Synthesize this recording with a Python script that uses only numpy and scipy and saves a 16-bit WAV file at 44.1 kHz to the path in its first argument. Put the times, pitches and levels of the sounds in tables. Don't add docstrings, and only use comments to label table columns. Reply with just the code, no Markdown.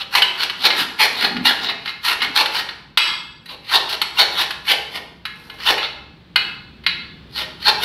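import sys
import numpy as np
from scipy import signal
from scipy.fft import rfft, irfft
from scipy.io import wavfile
from scipy.ndimage import uniform_filter1d, minimum_filter1d

SR = 44100
rng = np.random.default_rng(int(sys.argv[2]) if len(sys.argv) > 2 else 0)


def waveform_to_disk(signal):
    frames = np.transpose(np.atleast_2d(signal))
    scaled = np.clip(frames, -1, 1) * 32767
    samples = np.round(scaled).astype(np.int16)
    wavfile.write(sys.argv[1], SR, samples)


N = 345744

# (time of full bite [s], attack [s], hold [s], rasp level [dB],
# hiss of the chips at mid-hold [dB re rasp], judder of the frame at mid-hold [dB re rasp])
SAW_STROKES = [(0.002, 0.0056, 0.026, -27.5, -23, -19.5), (0.153, 0.012, 0.032, -12.5, -15, -15.5),
               (0.425, 0.029, 0.016, -17.5, -20, -15.5), (0.658, 0.022, 0.011, -10.0, -19.5, -12.5),
               (0.792, 0.022, 0.03, -15.5, -13.5, -18.5), (1.0, 0.007, 0.051, -12.0, -16, -15.5),
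               (1.231, 0.046, 0.028, -16.0, -19, -10.5), (1.458, 0.0079, 0.04, -12.0, -16.5, -20),
               (1.635, 0.045, 0.073, -24.5, -31, -13), (1.883, 0.03, 0.024, -30.0, -19, -22),
               (2.052, 0.0093, 0.073, -17.0, -14, -20.5), (2.228, 0.0064, 0.02, -20.5, -20.5, -19),
               (2.364, 0.007, 0.048, -13.0, -17.5, -16), (2.553, 0.022, 0.048, -20.5, -17.0, -19),
               (3.505, 0.023, 0.034, -36.5, -16, -7), (3.752, 0.026, 0.007, -9.0, -18.5, -13.0),
               (3.898, 0.01, 0.045, -21.5, -15.5, -14), (4.197, 0.016, 0.026, -11.0, -19.5, -15),
               (4.405, 0.039, 0.017, -16.0, -16.5, -15.5), (4.693, 0.013, 0.025, -12.0, -14.5, -14.5),
               (4.955, 0.021, 0.018, -25.5, -16.5, -10.0), (5.374, 0.035, 0.22, -49, -10, -3),
               (5.605, 0.014, 0.043, -33.0, -25, -22), (5.672, 0.013, 0.037, -11.0, -18.5, -13),
               (5.831, 0.034, 0.026, -24.0, -30.5, -28), (7.371, 0.017, 0.054, -23.5, -16.5, -15),
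               (7.685, 0.022, 0.007, -9.5, -21.5, -14.5), (7.828, 0.015, 0.011, -20.5, -12.5, -11)]
STROKE_RELEASE_S = 0.014
HISS_FADE_DB, JUDDER_BUILD_DB = 2, 13.5
# (time [s], knock level before trim [dB], tick level before trim [dB],
# ring level before trim [dB], frequency favoured by the contact point [Hz])
BLADE_CATCHES = [(.2192, -1.5, -24.5, -13, 2950), (.43, -21, -33, -31, 4300),
                 (.4965, -12.5, -38, -34, 2960), (0.702, -7.5, -44, -12.5, 1800),
                 (1.365, -17.5, -48, -22.5, 1606), (1.694, -15.5, -40, -20, 2620),
                 (1.857, -17.5, -43, -42, 3000), (1.875, -19, -54, -20, 2100), (2.204, -20, -56, -15, 1980),
                 (2.218, -7, -32, -27, 1981), (2.4564, -10, -33, -33, 2902), (2.688, -17, -49, -31, 2150),
                 (2.973, 5.5, -15, -2.5, 2390), (3.457, -33.5, -46, -35, 4500),
                 (3.489, -29, -55, -31, 4450), (4.015, -6.5, -24.5, -23.5, 3005),
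                 (4.506, -12.5, -32.5, -48, 3007), (5.252, -14.5, -38.5, -22, 1800),
                 (5.498, -25, -49, -27, 1402), (5.778, -18, -39, -15, 2348), (5.828, -14, -47, -38, 2921),
                 (6.358, -4, -28, -10, 2560), (6.837, -33, -56, -34, 1850), (6.8634, -5.5, -33, -12, 3300)]
# (time [s], level [dB], mean pitch [Hz], decay to 1/e [s])
BLADE_SQUEAKS = [(.22, -6, 2950, 0.016), (.79, -24, 2900, 0.02), (4.172, -19, 2760, .02),
                 (4.682, -16.5, 2929, .02)]
# (time of full slip [s], attack [s], hold [s], level before scaling [dB])
FLOOR_SLIPS = [(.68, 0.069, 0.1684, -38.5), (1.27, 0.09, .18, -28), (2.237, 0.023, .08, -37.5)]
SLIP_RELEASE_S = 0.023

# (frequency [Hz], relative level [dB], t60 [s])
STEEL_MODES = [(1060, -9.5, 0.58), (1693, -6.5, 0.6), (1880, -26, 0.19), (2097, 3.5, 0.12),
               (2130, -4, 0.49), (2450, 0, 0.25), (2615, -3.5, 0.56), (2830, -14, 0.24), (2850, 7, 0.068),
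               (2920, 1.5, 0.33), (3520, -13, 0.77), (3750, -12, .45), (3880, -5, 0.34), (3830, -1.5, 0.42),
               (4000, 3, 0.4), (4370, -3, 0.48), (4710, 3.5, 0.11)]
# (frequency [Hz], relative level [dB], t60 [s])
BLADE_MODES = [(3310, 1.5, 0.63), (4700, -2.5, 0.61), (5260, -6, .5), (5670, -14, .45), (7774, -16.5, 0.6),
               (7980, -12.5, 0.32)]
# (frequency [Hz], width [Hz], peak [dB])
PIPE_RESONANCES = [(261, 40, -8), (448, 61, 2.5), (615, 22, 6), (832, 105, 8), (994, 32, 2.5),
                   (1080, 32, 4.5), (1393, 133, 4.5), (1854, 110, 3.5), (2880, 135, 4), (3020, 85, 5),
                   (3717, 107, 4.5), (4234, 440, 2.5), (4325, 130, 3.5)]

# (frequency [Hz], relative density [dB per Hz])
RASP_SPECTRUM = [(500, -26), (950, -1.5), (1300, -3), (2000, -2), (3100, 0), (4200, 2.5), (4700, -2.5),
                 (5500, -13.5), (6600, -29.5), (9000, -33)]
# (frequency [Hz], relative density [dB per Hz])
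HISS_SPECTRUM = [(3500, -38), (5500, 4), (7000, -10), (9000, -3.5), (11300, 2), (13000, 0.5), (14500, -12),
                 (16000, -48)]
# (frequency [Hz], relative density [dB per Hz])
JUDDER_SPECTRUM = [(60, -44), (150, -23.5), (280, -6), (400, -1.5), (580, -6), (800, -3), (1050, -7),
                   (1500, -24), (3000, -40.5)]
# (frequency [Hz], relative density [dB per Hz])
CRUNCH_SPECTRUM = [(80, -44), (350, -14.5), (600, -22.5), (1000, -3.5), (1700, 2.5), (3100, 2.5),
                   (4300, 1.5), (5300, -9.5), (6600, -35), (10000, -83)]
# (frequency [Hz], relative density [dB per Hz])
SCUFF_SPECTRUM = [(70, -20), (140, -13), (185, -2.5), (255, 0), (320, -8), (420, -21), (900, -57)]
# (frequency [Hz], relative density [dB per Hz])
RUMBLE_SPECTRUM = [(30, -31), (44, -5), (54, -20), (66, 2), (85, -10.5), (170, -2.5), (350, -13),
                   (650, -25), (4200, -26.5), (6500, -50.5), (15000, -55)]
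# (time [s], level [dB])
RUMBLE_LEVEL = [(0, -49), (3.5, -49), (6.2, -46), (7.2, -42), (7.8, -42.5)]

# (frequency [Hz], t60 [s])
REVERB_T60 = [(150, 1.9), (450, 0.6), (950, 0.8), (2000, 0.54), (4000, 0.6336), (8000, 0.51), (14000, 0.5)]
# (frequency [Hz], level [dB re direct sound])
REVERB_LEVEL = [(150, -8.5), (450, 3), (950, -3), (2000, -1.5), (4000, -7.5), (8000, -0.5), (14000, -19)]
CUTOFF_HZ = 15700


def from_db(db):
    return 10 ** (np.asarray(db) / 20)


def rms_one(x):
    return x / np.sqrt(np.mean(x ** 2) + 1e-20)


def at_hz(points, hz):
    f, value = np.transpose(points)
    return np.interp(np.log(hz + 1), np.log(f), value)


def coloured(x, spectrum, peaks=(), size=8192):
    hz = np.arange(size // 2 + 1) * SR / size
    db = at_hz(spectrum, hz)
    for f, width, peak_db in peaks:
        db = db + peak_db / (1 + (2 * (hz - f) / width) ** 2)
    cepstrum = irfft(np.log(from_db(db)))[:size // 2]
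    cepstrum[1:] *= 2
    response = irfft(np.exp(rfft(cepstrum, size)))
    return signal.fftconvolve(x, response / np.linalg.norm(response))[:N]


def drift(per_s):
    knots = rng.standard_normal(N // 10)
    return rms_one(np.interp(np.arange(N) / SR * per_s, np.arange(len(knots)), knots))


def add(out, s, sound):
    start = int(s * SR)
    out[start:start + len(sound)] += sound[:N - start]


def swell(full_s, attack_s, hold_s, release_s):
    t = np.arange(N) / SR - full_s
    fallen = np.maximum(-t / attack_s, 0) + np.maximum((t - hold_s) / release_s, 0)
    return np.exp(-np.minimum(fallen, 20)) * (fallen < 10)


def strokes():
    rasp, hiss, judder = np.zeros((3, N))
    for s, attack_s, hold_s, level_db, hiss_db, judder_db in SAW_STROKES:
        effort = from_db(level_db) * swell(s, attack_s, hold_s, STROKE_RELEASE_S)
        moving = np.flatnonzero(effort)
        since_middle_s = moving / SR - s - hold_s / 2
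        dug_in = np.clip(since_middle_s / (hold_s + 2 * attack_s), -1, 1)
        rasp += effort
        hiss[moving] += effort[moving] * from_db(hiss_db - HISS_FADE_DB * dug_in)
        judder[moving] += effort[moving] * from_db(judder_db + JUDDER_BUILD_DB * dug_in)
    return rasp, hiss, judder


def teeth(effort, full_speed_hz=880, speed_power=0.14, jitter=0.1, uneven_db=2.0, release=0.7):
    speed = (effort / effort.max()) ** speed_power
    rate_hz = full_speed_hz * speed * np.exp(jitter * drift(300))
    passed = np.cumsum(rate_hz) / SR
    tooth = passed.astype(int)
    depth = from_db(uneven_db * np.clip(rng.standard_normal(N), -2, 2))[tooth]
    snaps = depth * (np.diff(tooth, prepend=0) > 0)
    force = depth * np.exp(-(passed % 1) / release)
    return rms_one(snaps - snaps.mean()), rms_one(force)


def sliding_contact(x, shift_db=3.5, shifts_per_s=22, count=10):
    spectrum, hz = rfft(x), np.arange(N // 2 + 1) * SR / N
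    place = np.interp(hz, [500, 5500], [0, count - 1])
    gains = from_db(shift_db * np.array([drift(shifts_per_s) for _ in range(count)]))
    gains = gains / np.sqrt(np.mean(gains ** 2, axis=0))
    out = np.zeros(N)
    for k, gain in enumerate(gains):
        overlap = np.maximum(1 - np.abs(place - k), 0)
        out += gain * irfft(spectrum * overlap, N)
    return out


def sawing(snap_db=-3, judder_snap_db=-2, chatter_db=2.0):
    rasp_gain, hiss_gain, judder_gain = strokes()
    snaps, force = teeth(rasp_gain)
    rasp_chips, judder_chips, fine_chips = force * rng.standard_normal((3, N))
    grip = from_db(chatter_db * drift(170))
    cutting = sliding_contact(rasp_chips + from_db(snap_db) * snaps)
    shaking = judder_chips + from_db(judder_snap_db) * snaps
    rasp = coloured(grip * rasp_gain * rms_one(cutting), RASP_SPECTRUM, PIPE_RESONANCES)
    judder = coloured(grip * judder_gain * rms_one(shaking), JUDDER_SPECTRUM, PIPE_RESONANCES)
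    hiss = coloured(grip * hiss_gain * fine_chips, HISS_SPECTRUM)
    return rasp + judder + hiss


def rumble():
    s, level_db = np.transpose(RUMBLE_LEVEL)
    gain = from_db(np.interp(np.arange(N) / SR, s, level_db))
    return gain * coloured(rng.standard_normal(N), RUMBLE_SPECTRUM)


def room_tail(build_s=0.00089, count=14):
    t = np.arange(SR) / SR
    white, tail = rfft(rng.standard_normal(SR)), np.zeros(SR)
    edges = np.geomspace(60, 18000, count + 1)
    hz = np.arange(len(white))
    for low, high in zip(edges, edges[1:]):
        centre = np.sqrt(low * high)
        decay = np.exp(-np.log(1000) * t / at_hz(REVERB_T60, centre))
        fade = decay * (1 - np.exp(-t / build_s))
        band = irfft(white * (hz >= low) * (hz < high), SR)
        tail += from_db(at_hz(REVERB_LEVEL, centre)) * band * fade / np.linalg.norm(fade)
    return tail


def room(x, count=3):
    shares = np.array([drift(5) for _ in range(count)])
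    shares = shares / np.linalg.norm(shares, axis=0)
    return sum(signal.fftconvolve(x * share, room_tail())[:N] for share in shares)


def ringing(modes, t, extra_db, rattle=1.0, rattles_per_s=110):
    hz, mode_db, t60 = np.transpose(modes)
    steps = np.cumsum(rng.standard_normal((len(hz), 400)), axis=1)
    jostle = np.array([np.interp(t * rattles_per_s, np.arange(len(row)), row) for row in steps])
    cycles = np.outer(hz, t) + rng.random((len(hz), 1))
    waves = np.sin(2 * np.pi * cycles + rattle * jostle)
    decay = np.exp(-np.log(1000) * np.outer(1 / t60, t))
    return from_db(mode_db + extra_db) @ (waves * decay)


def knocks(rise_s=0.0023, crunch_s=0.005, tick_s=0.0081, crunch_trim_db=4, tick_trim_db=2,
           ring_trim_db=-9, blade_db=-18, blade_growth=0.83, off_focus_db=9):
    crunch, tick, ring = np.zeros((3, N))
    t = np.arange(SR // 2) / SR
    bite = 1 - np.exp(-t / rise_s)
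    sharpest_db = np.array(BLADE_CATCHES)[:, 2].max()
    steel_hz = np.array(STEEL_MODES)[:, 0]
    for s, knock_db, tick_db, ring_db, focus_hz in BLADE_CATCHES:
        grit = bite * rng.standard_normal(len(t))
        add(crunch, s, from_db(knock_db + crunch_trim_db) * grit * np.exp(-t / crunch_s))
        add(tick, s, from_db(tick_db + tick_trim_db) * grit * np.exp(-t / tick_s))
        octaves_off = np.abs(np.log2(steel_hz / focus_hz))
        steel_db = ring_db + ring_trim_db - off_focus_db * octaves_off
        add(ring, s, bite * ringing(STEEL_MODES, t, steel_db))
        wake_db = blade_db + (1 + blade_growth) * (tick_db - sharpest_db)
        add(ring, s, bite * ringing(BLADE_MODES, t, wake_db, rattle=2.6))
    return coloured(crunch, CRUNCH_SPECTRUM, PIPE_RESONANCES) + coloured(tick, HISS_SPECTRUM) + ring


def squeaks(waver=0.024, rise_s=0.001):
    out, t = np.zeros(N), np.arange(SR // 2) / SR
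    for s, level_db, hz, decay_s in BLADE_SQUEAKS:
        pitch_hz = hz * (1 + waver * drift(480)[:len(t)])
        envelope = (1 - np.exp(-t / rise_s)) * np.exp(-t / decay_s)
        tone = np.sqrt(2) * np.sin(2 * np.pi * np.cumsum(pitch_hz) / SR)
        add(out, s, from_db(level_db) * envelope * tone)
    return out


def scuff(slip_db=4.5):
    slips = rms_one(rng.standard_normal(N) * from_db(slip_db * drift(90)))
    drag = np.zeros(N)
    for s, attack_s, hold_s, level_db in FLOOR_SLIPS:
        drag += from_db(level_db) * swell(s, attack_s, hold_s, SLIP_RELEASE_S)
    return coloured(slips * drag, SCUFF_SPECTRUM) / np.sqrt(2)


def scene():
    work = sawing() + knocks() + squeaks() + scuff()
    return (work + room(work) + rumble())[None]


def record(dry, limit_db=2.0, release_db_per_s=60, size=64):
    over_db = np.maximum(20 * np.log10(np.abs(dry[0]) + 1e-9) - limit_db, 0)
    recovery_db = release_db_per_s * np.arange(N) / SR
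    duck_db = np.maximum.accumulate(over_db + recovery_db) - recovery_db
    gain = from_db(uniform_filter1d(minimum_filter1d(-duck_db, size), size))
    cut = signal.ellip(10, 0.2, 80, CUTOFF_HZ, fs=SR, output="sos")
    return signal.sosfilt(cut, np.clip(dry * gain, -1, 1))


dry = scene()
out = record(dry)
waveform_to_disk(out)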